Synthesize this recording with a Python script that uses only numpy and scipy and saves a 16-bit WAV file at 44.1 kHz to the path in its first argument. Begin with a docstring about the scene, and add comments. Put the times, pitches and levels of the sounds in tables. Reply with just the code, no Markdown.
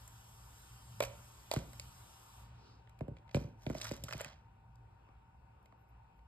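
"""A cat bats a hollow plastic treat ball over a hard floor, close to a two-port microphone.
Appliances hum throughout, at first under a broad hiss. At 1 s and 1.5 s the ball is struck: its shell
clacks and rings briefly, loose treats rattle, and a drop thuds through the floor boards. Near 2.7 s comes
a soft swish as the hiss fades. From 3 s the ball drops, clacks and rolls in a busy run.
After about 4.5 s only faint ticks, bumps and brief wisps of very high hiss are left over the hum."""
import sys
import numpy as np
from scipy import signal
from scipy.fft import rfft, irfft, next_fast_len
from scipy.io import wavfile
from scipy.ndimage import uniform_filter1d, map_coordinates

SR = 44100
rng = np.random.default_rng(int(sys.argv[2]) if len(sys.argv) > 2 else 0)


def unload_audio(sound):
    """Save the sound as a 16-bit wav file, at the path given as the first command line argument."""
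    columns = np.transpose(np.atleast_2d(sound))
    # keep every value between -1 and 1, then stretch to whole-number steps
    steps = np.round(np.clip(columns, -1, 1) * 32767)
    wavfile.write(sys.argv[1], SR, steps.astype(np.int16))


N = 276782
TOP_HZ = 16000

# the notes the plastic shell rings at: f/Hz, level/dB, t60/s (time to fade by 60 dB)
SHELL = [(1450, -3, .018), (1780, -5, .014), (2120, -1, .018), (2440, 0, .018), (3250, -3, .011),
         (3850, -3, .011), (4860, -1, .011), (5250, -2, .009)]


def amp(db):
    """Turns decibels into a gain."""
    return 10 ** (np.asarray(db) / 20)


def unit(x):
    """Scales x to an average (rms) size of 1."""
    return x / np.sqrt(np.mean(x ** 2) + 1e-20)


def along(points, hz, axis=1):
    """Reads a table column between its rows, on a log frequency scale."""
    table = np.transpose(points)
    return np.interp(np.log(hz + 1), np.log(table[0] + 1), table[axis])


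def curves(rows):
    """One value per sample for each column after the time."""
    s, *cols = np.transpose(rows)
    return [np.interp(np.arange(N) / SR, s, c) for c in cols]


def wobble(rate):
    """A smooth curve through `rate` random points a second."""
    return map_coordinates(rng.standard_normal(int(N * rate / SR) + 4), [np.arange(N) * rate / SR])


def filtered(x, response):
    """Scales and delays each frequency of x as response says."""
    m = next_fast_len(N + SR // 2)
    return irfft(rfft(x, m) * response(np.fft.rfftfreq(m, 1 / SR)), m)[..., :N]


def coloured(x, spectrum):
    """Shapes x by a table of f/Hz, level/dB, at rms 1."""
    return unit(filtered(x, lambda hz: amp(along(spectrum, hz))))


def tilted(x, tilt_db):
    """Raises or lowers the treble above 6 kHz."""
    low = filtered(x, lambda hz: 1 / (1 + (hz / 6000) ** 4))
    return low + amp(tilt_db) * (x - low)


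def patchy_noise(depth_db):
    """Two noises with louder and softer patches in time and pitch."""
    z = signal.stft(rng.standard_normal((2, N)), nperseg=512)[2]
    patches = uniform_filter1d(uniform_filter1d(rng.standard_normal(z.shape[1:]), 4, 0), 14, 1)
    return signal.istft(z * amp(depth_db * unit(patches)), nperseg=512)[1][:, :N]


def ring(notes, t, attack_s):
    """Fading notes, peak 1; each blow lands elsewhere, so strengths and pitches shift a little."""
    x = sum(amp(db + rng.normal(0, 3) - 60 * t / t60) * np.sin(2 * np.pi * hz * rng.normal(1, .025) * t)
            for hz, db, t60 in notes)
    x = x * (1 - np.exp(-t / attack_s)) ** 2
    return x / np.abs(x).max()


def hum():
    """Appliances make a low, throbbing rumble."""
    # loudness over time: t/s, level/dB
    levels = [(0.0, -56.5), (0.38, -59.5), (0.99, -53.5), (1.35, -57), (1.71, -54), (2.25, -62.5),
              (2.57, -56), (2.95, -61.5), (3.62, -58.5), (3.76, -67), (3.91, -52), (5.02, -62),
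              (5.44, -59.5), (6.28, -63)]
    # tone colour: f/Hz, level/dB
    rumble = [(25, -34.5), (40, -16), (57, 1), (80, -8), (100, -10.5), (115, 3.5), (135, -15), (200, -18.5),
              (300, -33.5), (450, -59)]
    hum_db, = curves(levels)
    return amp(hum_db + 1.8 * wobble(4)) * coloured(rng.standard_normal((2, N)), rumble)


def fan():
    """A fan whirs, with faint tones that waver together in pitch."""
    # colour of the whir: f/Hz, level/dB
    colour = [(150, -10.5), (350, -9), (680, -10), (775, -2), (840, -7.5), (920, 3), (1040, -8.5),
              (1470, -13.5), (2000, -22), (2600, -14.5), (3200, -27), (8000, -39.5), (13000, -45.5),
              (14500, -53.5)]
    # the fan's tones: f/Hz, level/dB
    notes = [(908, -72.5), (1470, -80.5), (778, -75.5), (2700, -91.5)]
    whir = amp(-68.5 + 0.84 * wobble(3.98)) * coloured(patchy_noise(depth_db=1.5), colour)
    clock = np.cumsum(1 + 0.0027 * wobble(6)) / SR
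    tones = sum(amp(db + 0.72 * wobble(15)) * np.sin(2 * np.pi * hz * clock) for hz, db in notes)
    return whir + tones * [[1], [0]]


def hiss():
    """A broad hiss turns dull, then fades away."""
    # the hiss over time: t/s, level/dB, treble gain/dB
    levels = [(0, -66, 8.5), (2.2, -63, 7), (2.42, -65.5, 6), (2.53, -68, -14), (2.7, -68, -18),
              (2.82, -75, -24)]
    # tone colour: f/Hz, level/dB
    colour = [(500, 6), (1200, 14), (2000, 0.5), (3000, 8), (4300, -0.5), (5000, 2.5), (6000, 0),
              (7600, 0.5), (10500, -5), (13000, -4), (14400, -19.5), (16000, -40.5)]
    hiss_db, tilt_db = curves([*levels, (levels[-1][0] + 1.6, -120, 0)])
    gain = amp(hiss_db + 0.34 * wobble(4.6))
    return gain * tilted(coloured(patchy_noise(depth_db=1.66), colour), tilt_db)


def clacks():
    """Each contact is a short rough crack, a ring of wall and edges, and a knock of the hollow body."""
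    # faint ticks, perhaps claws: t/s, level/dB, treble gain/dB, crack f/Hz
    ticks = [(0.0776, -56.5, 18.5, 1640), (2.873, -56.5, -26, 1650), (2.894, -59, 2, 2300),
             (2.9894, -58.5, 3, 2600), (3.167, -54, -25, 2400), (3.1735, -66, -17, 3200),
             (3.184, -63, -27, 3000), (3.278, -59, -18, 2280), (3.2918, -54, -35, 2110),
             (3.3113, -51, -14, 2960), (4.7558, -68, 2, 4800), (5.088, -59.5, -23, 1100),
             (5.627, -70, -10, 11500), (5.6572, -60, -1.5, 2310), (5.7233, -52.5, -26, 880),
             (5.888, -73, -5, 11000), (6.19, -66, -22, 1990)]
    # the ball is hit, rocks, and its treats clack: t/s, level/dB, treble gain/dB, knock gain/dB, f/Hz
    hits = [(1.0044, -26, 2, 6, 3700), (1.0067, -27, -11, -27, 2410), (1.023, -34, -8, 9, 2510),
            (1.0256, -32, -2, -17.5, 2500), (1.0304, -39, 8, 4.5, 2600), (1.037, -32, 1, -2.5, 2450),
            (1.047, -50, -3, -10, 1470), (1.052, -46, 10, -19.5, 1900), (1.514, -25, 2, 2, 2830),
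            (1.517, -32, -2.5, -13, 3460), (1.5268, -40, -10, -13, 4600), (1.53, -44, -1, -18, 4600),
            (1.5378, -32, 5.5, 7, 3000), (1.5408, -32, -3.5, -25, 4340), (1.5628, -32, -4, 0, 1830),
            (1.5908, -49, 10, -18, 1920), (1.7324, -46.5, 4.5, -10, 1950), (1.7968, -44.5, -13, -7, 1920),
            (1.7975, -32, -2, -30, 5200), (3.0085, -44, -6, 9.5, 1850), (3.0815, -58, 1, 18.5, 1470),
            (3.346, -28, -7, 0.5, 2750), (3.353, -43, 4, -16.5, 2570), (3.3589, -40, 1, -12, 4400),
            (3.3672, -39, -22, 9.5, 2630), (3.373, -45, -7, -5, 3820), (3.6653, -35.5, -14, 3.5, 1980),
            (3.6997, -39, -5, 0, 1280), (3.706, -43, -3, 5.5, 1330), (3.7497, -41, -28.5, 7, 2050),
            (3.7778, -50, 1.5, -21, 4840), (3.7835, -39, -18, -25, 4860), (3.7915, -49, -12, -28, 4900),
            (3.8118, -48, -7, -28, 4360), (3.8146, -28, -27.5, -38, 4380), (3.8188, -31, -23, -36, 4460),
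            (3.8431, -36, 2, -25, 5000), (3.852, -37.5, -19, -30, 4880), (3.8531, -34.5, -15, -25, 1450),
            (3.866, -43, -7, -17, 4600), (3.881, -42, -11, -26, 4600), (3.8921, -36, -19, -28, 4800),
            (3.9129, -36.5, -2, 3.5, 1990), (3.9195, -36, -4, -37, 4870), (3.9408, -48, 4, -19, 4500),
            (3.9659, -46, 6, -18, 4500), (4.0384, -34, 8.5, -10.5, 5300), (4.0425, -44, 10, -19, 4950),
            (4.084, -36.5, -5.5, -15, 1500), (4.0908, -41, -1, -4, 1300), (4.1094, -37, -11.5, -6, 1970),
            (4.1258, -30, -8, -17.5, 1500), (4.1265, -42, -7, -18, 5160), (4.1324, -32.5, -14, -14, 5030),
            (4.1345, -31.5, -10.5, -13, 2120), (4.1447, -52.5, -10, 9.5, 1500), (4.169, -47, -3, -20, 2000),
            (4.18, -50.5, 13, -2, 2030), (4.199, -39, -16, -13, 1500), (4.2035, -39.5, -4, -4, 1770),
            (4.208, -28.5, -7, -5, 1640), (4.2135, -41.5, 14, -15, 2230), (4.2463, -31.5, -2.5, -14, 2780),
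            (4.2557, -52, -18.5, -2, 1790)]
    # notes of the thin edges: f/Hz, level/dB, t60/s
    rim = [(7400, 0, .012), (8200, -5, .01), (12300, -10, .005)]
    # notes of the ball's air and wall: f/Hz, level/dB, t60/s
    hollow = [(590, -2, .027), (660, -1, .016), (750, -3, .013), (870, -5, .013), (500, -11, .012)]
    hard_t60, soft_t60, tick_knock_db = .005, .016, -7.5
    hard = [(*hit, hard_t60) for hit in hits]
    soft = [(*tick[:3], tick_knock_db, tick[3], soft_t60) for tick in ticks]
    out, t = np.zeros((2, N + SR)), np.arange(SR // 30) / SR
    high = signal.butter(4, [5500, 15000], "band", fs=SR, output="sos")
    for version in out:
        for s, db, treble_db, knock_db, crack_hz, crack_s in hard + soft:
            shape = amp(-60 * t / crack_s) * (1 - np.exp(-t / crack_s * 20)) ** 2
            dull, bright = rng.standard_normal((2, len(t))) * shape / shape.max()
            band_hz = [0.5 * crack_hz, min(1.69 * crack_hz, TOP_HZ)]
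            crack = signal.sosfilt(signal.butter(2, band_hz, "band", fs=SR, output="sos"), dull)
            # notes close to the crack's pitch ring most
            notes = [(hz, level - 22 * abs(np.log2(hz / crack_hz)), t60) for hz, level, t60 in SHELL]
            ring_gain = 0.7 * amp(max(level for _, level, _ in notes))
            wall = crack / np.abs(crack).max() + ring_gain * ring(notes, t, crack_s * 0.22)
            edge = 0.36 * signal.sosfilt(high, bright) + 0.43 * ring(rim, t, attack_s=0.000038)
            body = ring(hollow, np.maximum(t - .0006, 0), attack_s=0.0012)  # the soft wall answers late
            start = round(s * SR) - SR // 4000
            version[start:][:len(t)] += amp(db) * (wall + amp(treble_db) * edge + amp(knock_db) * body)
    return out[:, :N]


def rolling():
    """The shell scrapes along while treats tick against it in clumps."""
    # colour of the scrape: f/Hz, level/dB
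    colour = [(300, -42), (600, 3), (1200, -2), (2200, -2.5), (4800, -10), (6000, -3), (7500, -16.5),
              (11000, -19), (13600, -17), (14600, -52), (16000, -51)]
    # each roll: fastest at t/s, swell/s, dying/s, level/dB, treble gain/dB
    rolls = [(1.033, 0.036, 0.038, -48.5, 11), (1.535, 0.037, 0.1, -50.5, 5),
             (3.359, 0.035, 0.16, -61, 5.5), (3.629, 0.065, 0.72, -70, 8.5), (3.862, 0.17, 0.16, -50, 4),
             (4.12, 0.12, 0.16, -54.5, 3.5), (4.21, 0.095, 0.17, -53, -9)]
    ticks_per_s, drop_db = 400, 23  # the drop is over one swell or dying time
    t = np.arange(N) / SR
    brief = t[:SR // 50]
    ticks = (rng.random(N) < ticks_per_s / SR) * amp(3.3 * np.clip(rng.standard_normal(N), -2, 1.2))
    bumps = .55 + unit(signal.fftconvolve(ticks, np.exp(-brief / 0.0025))[:N])
    surge = amp(1.2 * wobble(44))
    scrape = coloured(bumps * surge * rng.standard_normal((2, N)), colour)
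    pings = [ring(SHELL[4:], brief, attack_s=.0002) for _ in range(2)]  # hard treats ring the top notes
    treats = signal.fftconvolve(ticks * rng.standard_normal((2, N)), pings, axes=1)[:, :N]
    rattle = scrape + amp(-10) * unit(treats)
    dull, bright = np.zeros((2, N))
    for s, swell, dying, db, tilt_db in rolls:
        speed = amp(db - drop_db * np.abs((t - s) / np.where(t < s, swell, dying)) ** 1.68)
        dull, bright = np.hypot(dull, speed), np.hypot(bright, amp(tilt_db) * speed)
    low = tilted(rattle, -120)
    return dull * low + bright * (rattle - low)


def thuds():
    """The boards bend in waves whose highs arrive first, so each thud sweeps down in pitch."""
    # the ball drops: t/s, level/dB, deep boom gain/dB
    drops = [(1.5614, -27.5, 1), (3.0087, -33, 1), (3.0791, -36.5, -0.5), (3.109, -45, 4.5),
             (3.344, -24.5, 1), (3.365, -28.5, -1), (3.41, -38.5, -2), (3.441, -40.5, 5),
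             (3.664, -30, -1.5), (3.6976, -28, -6), (3.749, -37.5, -5.5), (3.9112, -31.5, -10.5),
             (4.033, -44, 4.5), (4.146, -41.5, 4), (4.255, -51.5, 3), (5.086, -61.5, -3.5),
             (5.724, -60, -4.5)]
    # notes of the boards: f/Hz, width/Hz, level/dB
    board = [(230.3, 64, 7), (352, 158, 2), (570, 45, 0.5), (1050, 83, -21)]
    # deep notes of the beams below: f/Hz, width/Hz, level/dB
    beam = [(58.3, 8.7, 1.5), (122, 19.3, 7.5), (166, 19, -5)]
    blows = np.zeros((2, N))
    for s, db, boom_db in drops:
        blows[:, round(s * SR)] = amp(db), amp(db + boom_db)
    notes = lambda table, f: sum((-1) ** k * amp(db) * 1j * f * width / (hz**2 - f**2 + 1j * f * width)
                                 for k, (hz, width, db) in enumerate(table))
    sweep = lambda f: np.exp(-2j * np.pi * 0.094 * (2 * np.sqrt(f) - f / np.sqrt(2200)))
    soft = lambda f: 1 / (1 + 1j * f / 900) ** 3  # a slow contact holds little treble
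    floor = lambda f: soft(f) * sweep(np.minimum(f, 2200)) * [notes(board, f), notes(beam, f)]
    thud = filtered(np.arange(N) == 0, floor)
    thud = thud[:, :SR // 2] / np.abs(thud).max(1, keepdims=True)
    return signal.fftconvolve(blows, thud, axes=1)[:, :N].sum(0)


def swish():
    """Narrow noise swells into a soft swish, and later into faint, brief wisps of very high hiss."""
    # each swell: t/s, spread/s, level/dB, f/Hz, width/Hz
    swells = [(2.68, 0.064, -71.5, 4700, 900), (2.68, 0.076, -71, 354, 118), (5.655, .018, -92, 12600, 900),
              (5.81, .02, -86, 13100, 900), (5.895, .012, -86, 12800, 1100),
              (6.175, 0.0089, -89, 12000, 905)]
    bell = lambda x, centre, width: np.exp(-.5 * ((x - centre) / width) ** 2)
    out, t = np.zeros((2, N)), np.arange(N) / SR
    for s, spread, db, centre_hz, width_hz in swells:
        band = unit(filtered(rng.standard_normal((2, N)), lambda hz: bell(hz, centre_hz, width_hz)))
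        out += amp(db) * bell(t, s, spread) * band
    return out


def room(x):
    """The room echoes, each frequency dying at its own speed."""
    # length of the echo: f/Hz, t60/s
    fade_times = [(100, 0.38), (600, 0.41), (3000, 0.42), (12000, 0.16)]
    hz, t, z = signal.stft(rng.standard_normal((2, SR // 2)), SR, nperseg=256)
    tail = signal.istft(z * amp(-60 * t / along(fade_times, hz)[:, None]), SR, nperseg=256)[1]
    return signal.fftconvolve(np.pad(x, (250, 0))[None], tail / np.linalg.norm(tail[0]), axes=1)[:, :N]


def ports(pair, table, blur):
    """Blends two versions of a sound into left and right; blur makes bands of treble less alike."""
    half_turn_hz = 2170  # above the last row, a plain delay: half a turn of phase per this step
    lag = lambda hz: np.pi * np.maximum(hz - table[-1][0], 0) / half_turn_hz
    turn = lambda hz: np.arccos(np.clip(along(table, hz, axis=3) - blur * np.sin(lag(hz)) ** 2, 0, 1)) / 2
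    same, other = filtered(pair, lambda hz: [np.cos(turn(hz)), np.sin(turn(hz))])
    half = lambda hz: amp(along(table, hz, axis=2) / 2) * np.exp(.5j * (along(table, hz) - lag(hz)))
    return filtered([same + other, same - other], lambda hz: [1 / half(hz), half(hz)])


def scene():
    """The ball is near; the boards set the room booming more than the light shell does."""
    # right port against left, near sounds: f/Hz, phase/rad, level/dB, likeness (0-1)
    near = [(60, .1, 0, 1), (120, .15, 0, 1), (200, .25, 0, .99), (350, 1.1, 4, .94), (620, .7, 8, .93),
            (900, 1, 4, .8), (1300, .3, 8, .6), (2400, -2, 1, .9), (3200, -2.1, 4, .8), (3800, -1.5, 0, .8),
            (4800, -1.6, 5, .75), (5900, -3.14, 0, .975)]
    # the same for far sounds
    far = [(130, 0, 0, .995), (500, 0, -2, .1), (1200, 1.5, -4, .45), (1900, 0, -2, .6),
           (2500, -3.1, -1, .2), (3000, -3.7, 0, .55), (4500, -6, 1, .15), (5900, -9.42, 0, .99)]
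    shell, boards = clacks() + rolling() + swish(), thuds()
    echo = amp(-14) * room(shell[0]) + amp(-11) * room(boards)
    ball = ports(shell + boards * [[1], [.5]] + echo, near, blur=0.052)
    return ball + ports(hum() + fan() + hiss(), far, blur=0.13)


def record(dry):
    """The highest treble is softened, with nothing above 16 kHz."""
    # treble roll-off: f/Hz, level/dB
    roll_off = [(13000, -0.5), (14500, -12.5), (16000, -12.5)]
    return filtered(dry, lambda hz: amp(along(roll_off, hz)) * (hz < TOP_HZ))


dry = scene()
out = record(dry)
unload_audio(out)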